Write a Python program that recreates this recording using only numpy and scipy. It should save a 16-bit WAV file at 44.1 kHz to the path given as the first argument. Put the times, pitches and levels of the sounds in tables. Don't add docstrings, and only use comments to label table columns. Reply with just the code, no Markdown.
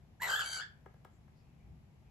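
import sys
import numpy as np
from scipy import signal
from scipy.fft import rfft, irfft
from scipy.io import wavfile

SR = 44100
rng = np.random.default_rng(int(sys.argv[2]) if len(sys.argv) > 2 else 0)


def master_out(mix):
    frames = np.transpose(np.atleast_2d(mix))
    ceiling = np.clip(frames, -1, 1)
    pcm = np.round(ceiling * 32767).astype(np.int16)
    wavfile.write(sys.argv[1], SR, pcm)


N = 92610
TIME = np.arange(N) / SR

# f/Hz, relative level/dB
RUMBLE_COLOUR = [(20, -23.5), (38, -6.5), (64, 1), (123, -2), (156, 1.5), (166, -2), (179, -10), (201, -6),
                 (242, -11.5), (271, -19), (390, -23), (520, -48), (880, -120)]
AIR_COLOUR = [(180, -28), (300, -3.5), (425, -5.5), (565, -7.5), (737, -5), (1360, -17), (2140, -16.5),
              (4020, -25.5), (7950, -28.5), (9240, -36.5), (11300, -26), (13800, -42.5), (16000, -37.5)]
# t/s, gain/dB
RUMBLE_SWELL = [(1.2, -5.5), (1.4, -5.5), (1.62, -3), (1.7, 1), (1.78, -3.5), (1.95, -6)]
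# f/Hz, side minus mid/dB
BED_WIDTH = [(30, -24.5), (170, -9), (400, -4.5), (1000, -1.5), (4000, 1.5), (12000, -1.5)]
# f/Hz, t60/s
ROOM_T60 = [(300, 0.12), (1600, 0.33), (3300, 0.27), (5200, 0.23), (14000, 0.11)]
# t/s, half-length/s, centre f/Hz, level/dB
BRUSHES = [(1.147, 0.028, 7200, -85.5), (1.392, 0.031, 4860, -83.5), (1.47, 0.075, 2540, -87),
           (1.63, 0.038, 2260, -83), (1.668, .016, 800, -76), (2.085, 0.033, 2370, -83.5)]
# t/s, knock gain/dB, claw tick level/dB, f/Hz favoured by the struck spot
TAPS = [(0.8594, -41, -72, 400), (.94, -55, -73, 506), (1.048, -43.5, -60, 1056), (1.279, -57.5, -81, 960)]
# f/Hz, relative level/dB, t60/s
MAT_MODES = [(400, -10, 0.04), (520, -10.5, 0.02), (788, -5.5, 0.028), (1264, -9, 0.015),
             (1640, -15, 0.039), (2020, -14.5, .012), (3100, -22.5, 0.0058)]
# t/s, closure rate/Hz
FLUTTER_RATE = [(0.2, 94.4), (0.26, 81.7), (0.3, 51.4), (0.41, 43.3), (0.46, 66.9), (0.59, 76.3),
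                (0.61, 119.0), (0.66, 105.4)]
# t/s, then gain/dB of harmonics 1, 2 and 3, the low rasp and the treble
SQUAWK_FADERS = [(0.198, -47, -79, -95, -82, -68), (0.211, -50, -75, -90, -61, -65),
                 (0.22, -41.5, -55.5, -74, -48.5, -43.5), (0.245, -40, -54.5, -75, -42.5, -45),
                 (0.26, -42, -51.5, -69, -44.5, -49), (0.28, -39, -47, -55, -47, -49),
                 (0.301, -35, -42.5, -46, -49.5, -45), (0.34, -33, -37, -52, -51, -43.5),
                 (0.38, -40, -41, -67, -52, -53), (0.41, -35, -40, -46.5, -53.5, -42.5),
                 (0.424, -46, -45.5, -49, -57, -57.5), (.447, -53, -58, -57, -57, -49),
                 (0.464, -44, -50.5, -44.5, -61.5, -46.5), (0.5, -62, -56.5, -50.5, -58.5, -48.5),
                 (0.535, -48, -50.5, -47, -63.5, -44.5), (0.575, -48.5, -59, -46, -58, -48.5),
                 (0.61, -43.5, -50, -56, -60.5, -60), (0.635, -50, -55.5, -68, -71, -78),
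                 (0.665, -72, -93, -93, -103, -106)]
# t/s, f/Hz, sag/share of pitch, jitter/share of pitch, flutter depth/dB
WHISTLE = [(.203, 1626, 0.021, 0.013, 0), (.216, 1991, 0.012, 0.0079, 15.5),
           (.255, 2000, 0.0305, 0.013, 9.5), (.274, 1992, .45, 0.058, -6.5), (.294, 1625, 0.56, 0.018, 8),
           (.342, 1594, 0.38, 0.011, 9), (.368, 1746, 0.31, 0.017, 7), (.392, 1760, .35, 0.012, -4.5),
           (.428, 1504, .35, 0.03, -2), (.465, 1574, .1, 0.012, 16), (.555, 1554, 0.11, 0.012, 12),
           (.598, 1517, 0.2034, 0.033, 11), (.62, 1716, 0.16, 0.025, 8), (.66, 1680, .1, 0.016, -6)]
# t/s, level/dB
UNDERTONE = [(.21, -64.5), (.218, -40.5), (.245, -51.5), (.27, -53), (.29, -95)]
# f/Hz, relative level/dB
RASP_COLOUR = [(200, -34.5), (330, -19), (430, 8.5), (600, -5), (800, 9.5), (1050, -26), (1350, 20.5),
               (1900, -22), (2400, -35)]
# f/Hz, relative level/dB
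BREATH_EARLY = [(1200, -12.5), (1900, -2), (2300, 5), (2750, 5.5), (3300, 1.5), (3700, -10), (4150, 7),
                (4800, -5.5), (5400, -10), (6500, -53)]
BREATH_LATE = [(1200, -19), (1900, -10), (2280, 6.5), (2580, -28), (3000, -6), (3700, -2), (4200, 3.5),
               (4650, 9.5), (5300, -41), (6500, -23)]
# f/Hz, relative level/dB
THROAT_EARLY = [(4600, -29), (5500, -6), (6400, -7.5), (7300, 3), (8100, -6.5), (8800, -18), (10700, -11),
                (11900, -0.5), (12800, -19.5), (13800, -23.5), (15000, -13.5), (16000, -47)]
THROAT_LATE = [(4600, -44), (5500, -1.5), (6300, 2.5), (6750, 4.5), (7400, -5), (8100, -1.5), (8800, -26),
               (9500, -13), (10200, 3), (11100, 3), (12100, -39), (13800, -37), (14800, -11), (16000, -45)]
# deepest at t/s, half-length/s, f/Hz, width/Hz
THROAT_NOTCHES = [(0.348, 0.074, 2280, 810), (.33, .05, 3620, 140), (0.483, 0.041, 5250, 1080)]

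FLUTTER_START_S, JITTER_HZ = .2, 350


def from_db(db):
    return 10 ** (np.asarray(db) / 20)


def unit_rms(x):
    return x / np.sqrt(np.mean(x ** 2) + 1e-20)


def automation(rows):
    times, *columns = np.transpose(rows)
    return [np.interp(TIME, times, column) for column in columns]


def at_hz(points, hz):
    f, value = np.transpose(points)
    return np.interp(np.log(np.maximum(hz, 1)), np.log(f), value)


def equalise(x, colour):
    return irfft(rfft(x) * from_db(at_hz(colour, np.fft.rfftfreq(N, 1 / SR))), N)


def noise(colour):
    return unit_rms(equalise(rng.standard_normal(N), colour))


def wander(hz):
    return unit_rms(signal.sosfilt(signal.butter(4, hz, fs=SR, output="sos"), rng.standard_normal(N)))


def pan(left_db):
    return from_db(np.array([[left_db], [-left_db]]) / 2)


def room_tone(rumble_db=-55.5, air_db=-74.5):
    bed = 0
    for colour, db in ((RUMBLE_COLOUR, rumble_db + automation(RUMBLE_SWELL)[0]), (AIR_COLOUR, air_db)):
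        mid = noise(colour)
        side = equalise(noise(colour), BED_WIDTH) * np.array([[1], [-1]])
        bed = bed + from_db(db) * (mid + side)
    return bed


def room_reverb(x, corner_db=-6, corner_t60_s=.025, tail_db=-6.5, predelay_s=.0066):
    t = TIME[:N // 2]
    tail = 0
    edges_hz = np.geomspace(100, 18000, 9)
    for low, high in zip(edges_hz, edges_hz[1:]):
        bandpass = signal.butter(2, [low, high], "band", fs=SR, output="sos")
        band = signal.sosfilt(bandpass, rng.standard_normal((2, len(t))))
        t60 = at_hz(ROOM_T60, np.sqrt(low * high))
        tail = tail + band * 1e-3 ** (t / t60) * (t > predelay_s)
    corner_decay = 1e-3 ** (t / corner_t60_s) * (t > .0003)
    corner = rng.standard_normal(len(t)) * np.array([[1], [-1]]) * corner_decay
    echoes = from_db(corner_db) * unit_rms(corner) + from_db(tail_db) * unit_rms(tail)
    response = (t == 0) + echoes / np.sqrt(len(t))
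    return signal.fftconvolve(x[None], response, axes=1)[:, :N]


def brushes(skirt_oct=.32):
    swishes, skirt = 0, 2 ** skirt_oct
    for s, half_length, hz, db in BRUSHES:
        colour = [(hz / 4, -50), (hz / skirt, -16), (hz, 0), (hz * skirt, -16), (hz * 4, -50)]
        swell = np.exp(-.5 * ((TIME - s) / half_length) ** 2)
        swishes = swishes + from_db(db) * swell * noise(colour)
    return swishes


def taps(touch_share=.41, settle_s=.00254, tick_decay_s=.0028, spot_db=6, spot_width_oct=.33):
    hits = 0
    for s, knock_db, tick_db, spot_hz in TAPS:
        push = np.zeros(N)
        push[int(s * SR)] = touch_share
        push[int((s + settle_s) * SR)] = -1
        for k, (hz, db, t60) in enumerate(MAT_MODES):
            boost_db = spot_db * np.exp(-(np.log2(hz / spot_hz) / spot_width_oct) ** 2)
            hits = hits + (-1) ** k * from_db(knock_db + db + boost_db) * mat_mode(push, hz, t60)
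        tick_envelope = (TIME > s) * np.exp(-np.abs(TIME - s) / tick_decay_s)
        hits = hits + from_db(tick_db) * tick_envelope * rng.standard_normal(N)
    return hits


def mat_mode(push, hz, t60):
    r, w = from_db(-60 / (t60 * SR)), 2 * np.pi * hz / SR
    return signal.lfilter([0, np.sin(w)], [1, -2 * r * np.cos(w), r * r], push + 1e-18)


def flutter_cycles():
    return np.cumsum(automation(FLUTTER_RATE)[0] * (TIME > FLUTTER_START_S)) / SR


def flutter(depth_db, lag_cycles=0):
    swing = .5 * np.cos(2 * np.pi * (flutter_cycles() - lag_cycles))
    return from_db(depth_db * swing) / np.sqrt(np.i0(depth_db * np.log(10) / 20))


def rasp(depth_db, lag_cycles=.45, top_hz=1496, end_hz=433.8, jitter=.061, air_db=.5):
    closure, age = np.divmod(flutter_cycles() - lag_cycles + .5, 1)
    scatter = rng.uniform(-1, 1, (N, 2)) * [3, .2]
    scatter_db, scatter_oct = scatter[closure.astype(int)].T
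    dive_hz = top_hz * (end_hz / top_hz) ** age * 2 ** scatter_oct
    hz = dive_hz * (1 + jitter * wander(JITTER_HZ))
    flick = from_db(scatter_db) * np.sin(np.pi * age) * np.sin(2 * np.pi * np.cumsum(hz) / SR)
    air = from_db(air_db) * noise(RASP_COLOUR)
    return flutter(depth_db, lag_cycles) * (np.sqrt(2) * flick + air)


def treble(hz, phase, depth_db, sounding, beak_shift_s=.418, morph_s=.035):
    late = np.clip(.5 + (TIME - beak_shift_s) / morph_s, 0, 1)
    overtones = 0
    for k in range(4, 10):
        throat_db = (2.5 - late) * at_hz(THROAT_EARLY, k * hz) + late * at_hz(THROAT_LATE, k * hz)
        overtones = overtones + from_db(throat_db) * np.sin(k * phase)
    overtones = overtones / np.std(overtones[sounding])
    hiss = np.sqrt(1 - late) * noise(THROAT_EARLY) + np.sqrt(late) * noise(THROAT_LATE)
    breath = np.sqrt(1 - late) * noise(BREATH_EARLY) + np.sqrt(late) * noise(BREATH_LATE)
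    air = flutter(.048 * depth_db) * (from_db(-6) * hiss + from_db(-4) * breath)
    return from_db(-1.5) * flutter(depth_db) * overtones + air


def pitch_sag(sag, jitter, lag_cycles=.6, steepness=4.2, scoop=.15, sag_jitter=.09):
    age = (flutter_cycles() - lag_cycles) % 1
    droop = sag * (age ** steepness + scoop * (1 - age) ** steepness)
    wobble = (jitter + sag_jitter * droop) * wander(JITTER_HZ)
    return np.maximum(1 - droop + wobble, .1)


def whistle(phase, bend, harmonics_db, undertone_db, shimmer_db=2, sag_loss=.6, sag_dulling=2.8):
    tone = from_db(undertone_db) * np.sin(phase / 2)
    for k, db in enumerate(harmonics_db, 1):
        gain = from_db(db + shimmer_db * wander(JITTER_HZ))
        fade = np.minimum(bend, 1) ** (sag_loss + sag_dulling * (k - 1))
        tone = tone + gain * fade * np.sin(k * phase)
    return np.sqrt(2) * tone


def throat(x):
    for s, half_length, hz, width_hz in THROAT_NOTCHES:
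        notched = signal.filtfilt(*signal.iirnotch(hz, hz / width_hz, fs=SR), x)
        wet = np.exp(-((TIME - s) / half_length) ** 4)
        x = x + wet * (notched - x)
    return x


def squawk(attack_s=.008, rasp_trim_db=-1.5):
    *harmonics_db, rasp_db, treble_db = automation(SQUAWK_FADERS)
    pitch_hz, sag, jitter, depth_db = automation(WHISTLE)
    undertone_db = automation(UNDERTONE)[0]
    start_s, end_s = SQUAWK_FADERS[0][0], SQUAWK_FADERS[-1][0]
    sounding = (TIME > start_s) & (TIME < end_s)
    bend = pitch_sag(sag, jitter)
    hz = pitch_hz * bend
    phase = 2 * np.pi * np.cumsum(hz) / SR
    core = flutter(depth_db) * whistle(phase, bend, harmonics_db, undertone_db)
    edge = from_db(treble_db) * treble(hz, phase, depth_db, sounding)
    duck = 1 - from_db(np.minimum(undertone_db - rasp_db, -4))
    grit = from_db(rasp_db + rasp_trim_db) * duck * rasp(depth_db)
    attack = np.clip((TIME - start_s) / attack_s, 0, 1)
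    return throat(attack * sounding * (core + edge + grit))


def scene():
    left, right = room_reverb(squawk()) * pan(left_db=2)
    bird = np.array([np.roll(left, 1), right])
    movements = room_reverb(taps() + brushes()) * pan(left_db=2.5)
    return bird + movements + room_tone() * pan(left_db=2.4)


def record(dry, dip_hz=9050, dip_q=6.3, stopband_hz=16500):
    dipped = signal.lfilter(*signal.iirnotch(dip_hz, dip_q, fs=SR), dry)
    return signal.sosfilt(signal.cheby2(12, 70, stopband_hz, fs=SR, output="sos"), dipped)


dry = scene()
out = record(dry)
master_out(out)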